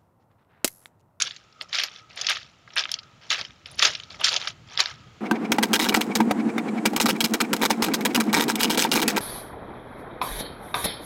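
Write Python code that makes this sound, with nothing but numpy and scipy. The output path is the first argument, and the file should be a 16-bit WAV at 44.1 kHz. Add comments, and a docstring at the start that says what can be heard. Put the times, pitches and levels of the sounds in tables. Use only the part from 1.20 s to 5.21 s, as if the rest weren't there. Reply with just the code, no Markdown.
"""Crunching footsteps at a steady pace on a beach of smooth loose pebbles.
Heel, then forefoot, each set off many small stone contacts over duller knocks deeper in the bed;
the stones then settle. Feet scuff, single stones clack and chink, trapped sand fizzes under load.
Behind: a shore hush, the rumble of a rising breeze and a thin tone that comes and goes."""
import sys
import numpy as np
from scipy import signal
from scipy.fft import rfft, irfft
from scipy.io import wavfile
from scipy.ndimage import uniform_filter1d

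SR = 44100
rng = np.random.default_rng(int(sys.argv[2]) if len(sys.argv) > 2 else 0)


def put_to_file(sound):
    """Save the sound as 16-bit audio at rate SR, in the file named by the first command-line argument."""
    columns = np.atleast_2d(sound).T  # one column per channel
    safe = np.clip(columns, -1, 1)
    whole_steps = np.round(safe * 32767)
    wavfile.write(sys.argv[1], SR, whole_steps.astype(np.int16))


N = 176716
TIME_S = np.arange(N) / SR

# Table levels are relative, ahead of layer gains and filters.
# footfalls: heel (t/s, crunch level/dB, knock level/dB, hold/s), forefoot (same four),
# top stone f/Hz, buried stone f/Hz
FOOTFALLS = [(-0.02, -17.5, -46.5, .008, 0.046, -37, -56, .026, 4050, 600),
             (0.536, -27.5, -54, .025, 0.575, -32, -47.5, .073, 3600, 630),
             (1.093, -21, -40.5, .015, 1.15, -41, -61, .023, 3500, 660),
             (1.567, -27.5, -41, .035, 1.644, -50, -55, .015, 3300, 720),
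             (2.111, -22.5, -41, .018, 2.183, -31, -43, .014, 3400, 700),
             (2.626, -15.5, -35, .004, 2.648, -22, -35, .022, 3600, 590),
             (3.04, -22.5, -47, .043, 3.113, -32, -39.5, .05, 3900, 720),
             (3.592, -20.5, -33, .01, 3.671, -39.5, -51, .031, 3150, 910)]
# foot brushes or pushes off: t/s, hold/s, crunch level/dB, knock level/dB
FOOT_SCUFFS = [(0.412, 0.004, -38.5, -45.5), (0.491, 0.04, -49, -55.5), (0.7, 0.096, -49.1, -63.5),
               (0.898, 0.075, -51.5, -59.5), (0.969, 0.098, -37.5, -49), (1.468, 0.077, -56.5, -62),
               (1.685, 0.068, -43.0, -56), (2.014, 0.064, -52.0, -58.5), (2.463, 0.086, -48.5, -55.5),
               (2.59, 0.0071, -23, -40), (2.904, 0.05, -44.5, -55), (2.997, 0.021, -38.5, -39.5),
               (3.203, 0.057, -36.5, -46.5), (3.277, 0.005, -29, -44.5), (3.475, 0.034, -47.7, -62.5),
               (3.508, 0.069, -44, -50.5)]
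# single stones slip and strike: t/s, level/dB (first 5 ms), f/Hz, rattle/ms
STONE_CLACKS = [(0.0205, -10, 5960, 3.6), (0.072, -32, 3540, 4.2), (0.1092, -33.5, 3450.0, 3.4),
                (0.1638, -39, 3940.0, 2.9), (0.24, -62, 4850, 2.9), (0.3252, -54.5, 4130, 4.1),
                (0.4115, -28.0, 3120, 3.3), (0.5292, -25.5, 3500.0, 5.1), (0.5471, -24.5, 3860.0, 3.4),
                (0.553, -25.5, 3480, 2.2), (0.585, -21, 3580, 6.5), (0.597, -22, 3400, 4.87),
                (0.6192, -30, 3000.0, 2.7), (0.6355, -21.5, 3900.0, 4.1), (0.6834, -38.5, 3090.0, 1.8),
                (0.76, -40.5, 3824, 2.9), (0.9073, -46.5, 2110.0, 2.3), (0.9743, -34.5, 3260, 2.1),
                (1.013, -23, 4743, 2.8), (1.0454, -31, 3030, 4.7), (1.0673, -18, 4078, 3.78),
                (1.0874, -22.5, 3350, 1.6), (1.1545, -31.5, 3440.0, 5.1), (1.169, -32, 2280, 1.6),
                (1.2298, -44, 3644, 2.9), (1.476, -45.5, 1590.0, 5.1), (1.5046, -47.4, 2827, 2.5),
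                (1.535, -44, 3700, 4.3), (1.5645, -25.5, 1970, 2.45), (1.5746, -23.2, 3130, 2.4),
                (1.581, -20.1, 3703, 5.3), (1.593, -21.5, 3730, 2.8), (1.6375, -28.5, 3430, 4.8),
                (1.6547, -28, 2370, 1.6), (1.6918, -35, 3040, 2.1), (1.7162, -22, 5996, 2.4),
                (1.7406, -21, 4530, 2.0), (1.7876, -33.5, 3895, 5.6), (1.8315, -48.5, 3796, 3.9),
                (2.103, -18.5, 4200.0, 4.7), (2.1548, -32, 2920, 3.8), (2.212, -27.5, 3500.0, 2.26),
                (2.2497, -34, 3010, 2.5), (2.3063, -48, 2160.0, 2.9), (2.458, -35.5, 3039, 3.95),
                (2.5933, -18.5, 4567, 2.8), (2.6236, -12.5, 4070, 5.1), (2.6495, -13, 4320, 5.3),
                (2.7343, -34.5, 3582, 3.78), (2.751, -26.5, 3240, 3.7), (2.799, -35.0, 3060, 2.5),
                (2.835, -38.5, 3845, 3.24), (2.9046, -38.5, 3570, 3.1), (2.9441, -41.5, 2298, 2.5),
                (3.012, -28, 2500, 6.3), (3.0437, -12.5, 5140.0, 10.3), (3.0837, -23, 4256, 2.3),
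                (3.09, -20, 4501, 3.4), (3.1286, -24.5, 3540, 4), (3.1399, -22.5, 4640, 4.8),
                (3.1636, -17, 3840, 4.2), (3.2143, -31, 4039, 1.98), (3.2255, -35, 3020.0, 2.46),
                (3.2729, -23.5, 3224, 2.74), (3.3032, -38.5, 3180, 2.1), (3.575, -21.1, 3651, 2.51),
                (3.6037, -12, 4110.0, 2.85), (3.6575, -23.5, 3800, 1.91)]
# small hard stones ring: t/s, level/dB, f/Hz, ring/ms
STONE_CHINKS = [(0.0204, -26, 8520, 2.5), (0.42, -35, 8230, 2), (0.598, -32.5, 8650, 2.9),
                (0.636, -28, 11760, 4.2), (0.96, -38.5, 9140, 3.4), (1.013, -35, 9910, 3),
                (1.099, -21.5, 8530, 1.2), (1.558, -29, 9130, 2.7), (1.581, -30, 9560, 2.3),
                (1.716, -22, 10000, 1), (2.1055, -33, 10520, 1.37), (2.4653, -48.5, 9444, 4.1),
                (2.5139, -35.5, 9735, 3.84), (2.556, -45, 9900, 6), (2.5824, -41.5, 9914, 3),
                (2.6282, -29, 9050, 3.5), (3.0093, -33, 9900, 2.9), (3.042, -30.5, 9002, 3),
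                (3.1203, -36.5, 10100, 2.7), (3.6017, -26, 8765, 3)]
# pebble bed response: f/Hz, level/dB
BED_RESPONSE = [(150, -28), (500, -4), (1000, -4), (1600, 1), (2200, -2), (3500, 1.5), (4300, -0.5),
                (5400, 3.5), (6500, -4.5), (7500, -7.5), (10500, -1), (13000, -38), (15500, -11)]
# shore hush spectrum: f/Hz, level/dB
HUSH_SPECTRUM = [(20, -43), (45, -16), (100, -4.5), (200, -8), (400, -12.5), (800, -14), (1500, -15),
                 (3200, -15), (5000, -23.5), (7200, -25), (8200, -40.5), (15000, -47)]
# breeze gusts: centre t/s, half length/s, level/dB
BREEZE_GUSTS = [(2.22, 0.023, -58.5), (2.55, .04, -53), (2.68, 0.03, -53), (2.96, 0.063, -57),
                (3.41, 0.033, -57), (3.73, 0.025, -54), (3.87, 0.041, -59.5)]
# swells of the thin tone: centre t/s, half length/s, level/dB
THIN_TONE_SWELLS = [(0.42, .06, -58), (0.78, .1, -59), (1.8, .08, -55.5), (2.82, .14, -61),
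                    (3.78, .12, -62)]

ATTACK_S, PRESS_RELEASE_DB_PER_S, SCUFF_RELEASE_DB_PER_S = .011, 512, 606.5
SETTLE_DB, SETTLE_DB_PER_S = -12.5, 130  # level re press
STIR_DB = -68  # stones between steps


def footsteps():
    """Top stones, coloured by the bed, sound over buried stones, grit and chinks."""
    top_db, buried_db = footwork_db(buried=False), footwork_db(buried=True)
    stones = colour(crunch(top_db) + clacks(), BED_RESPONSE) + deep_knocks(buried_db)
    stones = stones + resonance(stones, 1270, width_hz=60)  # blows leave a faint narrow ring
    return muffle(stones) + grit(top_db) + chinks()


def footwork_db(buried):
    """Level of top or buried stones: heel and forefoot presses, settling, scuffs."""
    power = undb(STIR_DB) ** 2
    for step in FOOTFALLS:
        for start_s, *db, hold_s in (step[:4], step[4:8]):
            push = press(start_s, hold_s, PRESS_RELEASE_DB_PER_S)
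            settling = undb(SETTLE_DB) * press(start_s, hold_s, SETTLE_DB_PER_S)
            power += (undb(db[buried]) * (push + settling)) ** 2
    for start_s, hold_s, *db in FOOT_SCUFFS:
        power += (undb(db[buried]) * press(start_s, hold_s, SCUFF_RELEASE_DB_PER_S)) ** 2
    return 10 * np.log10(power)


def press(start_s, hold_s, release_db_per_s):
    """Gain of one push on the stones: quick rise, hold, steady decay."""
    early_s = np.maximum(start_s - TIME_S, 0)
    late_s = np.maximum(TIME_S - start_s - hold_s, 0)
    return np.exp(-2 * early_s / ATTACK_S) * undb(-release_db_per_s * late_s)


def stone_hz(buried):
    """Each step finds stones of another size; larger ones ring lower."""
    steps = np.array(FOOTFALLS)
    return np.interp(TIME_S, steps[:, 0], steps[:, 9 if buried else 8])


def crunch(level_db):
    """Top stones grind past each other under the sole."""
    return undb(-1) * grains(level_db, stone_hz(buried=False), slots=10000, octaves=1.792,
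                             spread_db=13.5, cycles=3.6, rattle_db=-27.5, samples=384)


def clacks():
    """Single stones snap out from under the foot and hit their neighbours."""
    times_s, db, hz, rattle_ms = np.transpose(STONE_CLACKS)
    sounds = contacts(hz, cycles=1.25, rattle_ms=np.clip(rattle_ms, .5, 10),
                      rattle_db=-22.5, samples=1024)
    onset_rms = np.sqrt(np.mean(sounds[:, :SR // 200] ** 2, axis=1))
    return undb(1) * place(times_s, sounds * (undb(db) / onset_rms)[:, None])


def deep_knocks(level_db, low_cut_hz=344):
    """Weight shifts larger, buried stones, still too small to radiate much bass."""
    knocks = undb(-2.5) * grains(level_db, stone_hz(buried=True), slots=2500, octaves=.829,
                                 spread_db=7.5, cycles=3.6, rattle_db=-47.5, samples=1536)
    return signal.sosfilt(signal.butter(2, low_cut_hz, "highpass", fs=SR, output="sos"), knocks)


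def chinks(rise_s=.00023, crack_s=.0022):
    """Small stones ring briefly at their own high pitch after a tiny crack of contact."""
    times_s, db, hz, ring_ms = np.transpose(STONE_CHINKS)[:, :, None]
    t = TIME_S[:SR // 25]
    ring = np.sin(2 * np.pi * hz * t) * (1 - np.exp(-t / rise_s)) * np.exp(-1000 * t / ring_ms)
    noise = rng.standard_normal(ring.shape)
    crack = resonance(resonance(noise, 9500, 5000), 9500, 5600) * np.exp(-t / crack_s)
    return undb(-3.5) * place(times_s[:, 0], undb(db) * (ring + undb(1.5) * crack))


def grit(crunch_db, load_db=-23.5, extra_db_per_db=.2):
    """Sand crushed between the stones fizzes faintly, mostly under full weight."""
    fizz_db = crunch_db + extra_db_per_db * (crunch_db - load_db)
    return undb(-32.5) * grains(fizz_db, centre_hz=8300, slots=10000, octaves=.99,
                                spread_db=13, cycles=5.6, rattle_db=-28, samples=192)


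def grains(level_db, centre_hz, slots, octaves, spread_db, cycles, rattle_db, samples):
    """Random contacts, at most one per time slot; under more load more stones move and strike harder."""
    jitter, pitch, strength, chance = rng.random((slots, 4)).T
    times_s = (np.arange(slots) + jitter) * N / SR / slots
    db = np.interp(times_s, TIME_S, level_db)
    hz = np.interp(times_s, TIME_S, centre_hz * np.ones(N)) * 2 ** (octaves * (pitch - .5))
    moving_share = np.clip(undb(.22 * (db - level_db.max())), .06, 1)
    moves = chance < moving_share
    force = unit_rms(undb(spread_db * strength[moves] ** 2))
    gap_samples = N / slots / moving_share[moves]
    gain = force * undb(db[moves]) * np.sqrt(gap_samples)
    sounds = contacts(hz[moves], cycles, rattle_ms=1.5, rattle_db=rattle_db, samples=samples)
    return place(times_s[moves], sounds * gain[:, None])


def contacts(hz, cycles, rattle_ms, rattle_db, samples):
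    """One unit-energy row per stone: a blow and quick rebounds excite three short-lived modes."""
    t, hz = TIME_S[:samples], hz[:, None]
    mode_hz = hz * rng.uniform([.45, .9, 1.3], [.7, 1.1, 1.7], (len(hz), 3))
    ring = sum(gain * np.sin(2 * np.pi * mode_hz[:, [k]] * t) for k, gain in enumerate([.45, -1, .65]))
    # rounded stones press together over about one cycle
    ring *= (1 - np.exp(-t * hz)) * np.exp(-t * hz / cycles)
    rattle_s = np.reshape(rattle_ms, (-1, 1)) / 1000
    # cubed noise: a few strong rebounds among many slight ones
    blows = undb(rattle_db) * rng.standard_normal(ring.shape) ** 3 * np.exp(-t / rattle_s)
    blows[:, 0] = rng.choice([-1, 1], len(hz))
    sounds = signal.fftconvolve(blows, ring, axes=1)[:, :samples]
    return sounds / np.linalg.norm(sounds, axis=1, keepdims=True)


def muffle(x, edge_hz=7320, leak_db=-14):
    """The stones' sound drops steeply above about 7.3 kHz; only a faint share of the top treble remains."""
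    low_pass = signal.ellip(7, .5, 60, edge_hz, fs=SR, output="sos")
    return signal.sosfilt(low_pass, x) + undb(leak_db) * x


def ground_scatter(x, wet_db=-15.5, decay_s=.012):
    """Stony ground throws back a short diffuse tail."""
    t = TIME_S[:SR // 8]
    tail = rng.standard_normal(len(t)) * np.exp(-t / decay_s)
    return x + undb(wet_db) * signal.fftconvolve(x, tail / np.linalg.norm(tail))[:N]


def shore_hush(start_db=-61.5, rise_db_per_s=1, wander_db=.5):
    """Soft broad noise that rises with the breeze."""
    hush = unit_rms(colour(rng.standard_normal(N), HUSH_SPECTRUM))
    return hush * undb(start_db + rise_db_per_s * TIME_S + wander_db * wander(rate_hz=4.703))


def breeze(start_db=-66, rise_db_per_s=2.18, flutter_db=3):
    """Low wind rumble that freshens steadily, flutters and gusts."""
    rumble = unit_rms(resonance(resonance(rng.standard_normal(N), 108, 110), 108, 130))
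    level_db = start_db + rise_db_per_s * TIME_S + flutter_db * wander(rate_hz=18)
    return rumble * (undb(level_db) + swells(BREEZE_GUSTS))


def thin_tone(rest_db=-68):
    """A narrow band of noise swells now and then."""
    tone = unit_rms(resonance(resonance(rng.standard_normal(N), 1252, 42), 1360, 97))
    return tone * (undb(rest_db) + swells(THIN_TONE_SWELLS))


def swells(rows):
    """Summed gain of bell-shaped swells."""
    return sum(undb(db) * np.exp(-((TIME_S - centre_s) / half_s) ** 2) for centre_s, half_s, db in rows)


def wander(rate_hz):
    """Smooth random drift, spread near 1."""
    samples = int(SR / rate_hz)
    stairs = np.repeat(rng.standard_normal(N // samples + 1), samples)
    return 1.3 * uniform_filter1d(uniform_filter1d(stairs, samples), samples)[:N]


def place(times_s, sounds):
    """Sum rows of sounds at their start times."""
    index = (times_s * SR).astype(int)[:, None] + np.arange(sounds.shape[1])
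    return np.bincount(index.ravel(), sounds.ravel(), N)[:N]


def colour(x, points, taps=2048):
    """Minimum-phase filter through (f/Hz, level/dB) points."""
    hz, db = np.transpose(points)
    bin_hz = np.arange(taps // 2 + 1) * SR / taps
    bin_db = np.interp(np.log(bin_hz + 1), np.log(hz), db)
    cepstrum = irfft(np.log(undb(bin_db)))
    cepstrum[1:taps // 2] *= 2
    cepstrum[taps // 2 + 1:] = 0
    return signal.fftconvolve(x, irfft(np.exp(rfft(cepstrum))))[:N]


def resonance(x, hz, width_hz):
    """Two-pole band-pass, gain 1 at centre."""
    return signal.lfilter(*signal.iirpeak(hz, hz / width_hz, fs=SR), x)


def undb(db):
    """Decibels to gain."""
    return 10 ** (np.asarray(db) / 20)


def unit_rms(x):
    """Scale to rms 1."""
    return x / np.sqrt(np.mean(x ** 2))


def scene():
    """Steps on pebbles over the shore background, mono."""
    return (ground_scatter(footsteps()) + shore_hush() + breeze() + thin_tone())[None]


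def record(dry, ceiling=1.5, top_hz=15700):
    """Soft clip of the loudest peaks, then a steep low-pass."""
    rounded = ceiling * np.tanh(dry / ceiling)
    return signal.sosfilt(signal.ellip(10, .2, 80, top_hz, fs=SR, output="sos"), rounded)


dry = scene()
out = record(dry)
put_to_file(out)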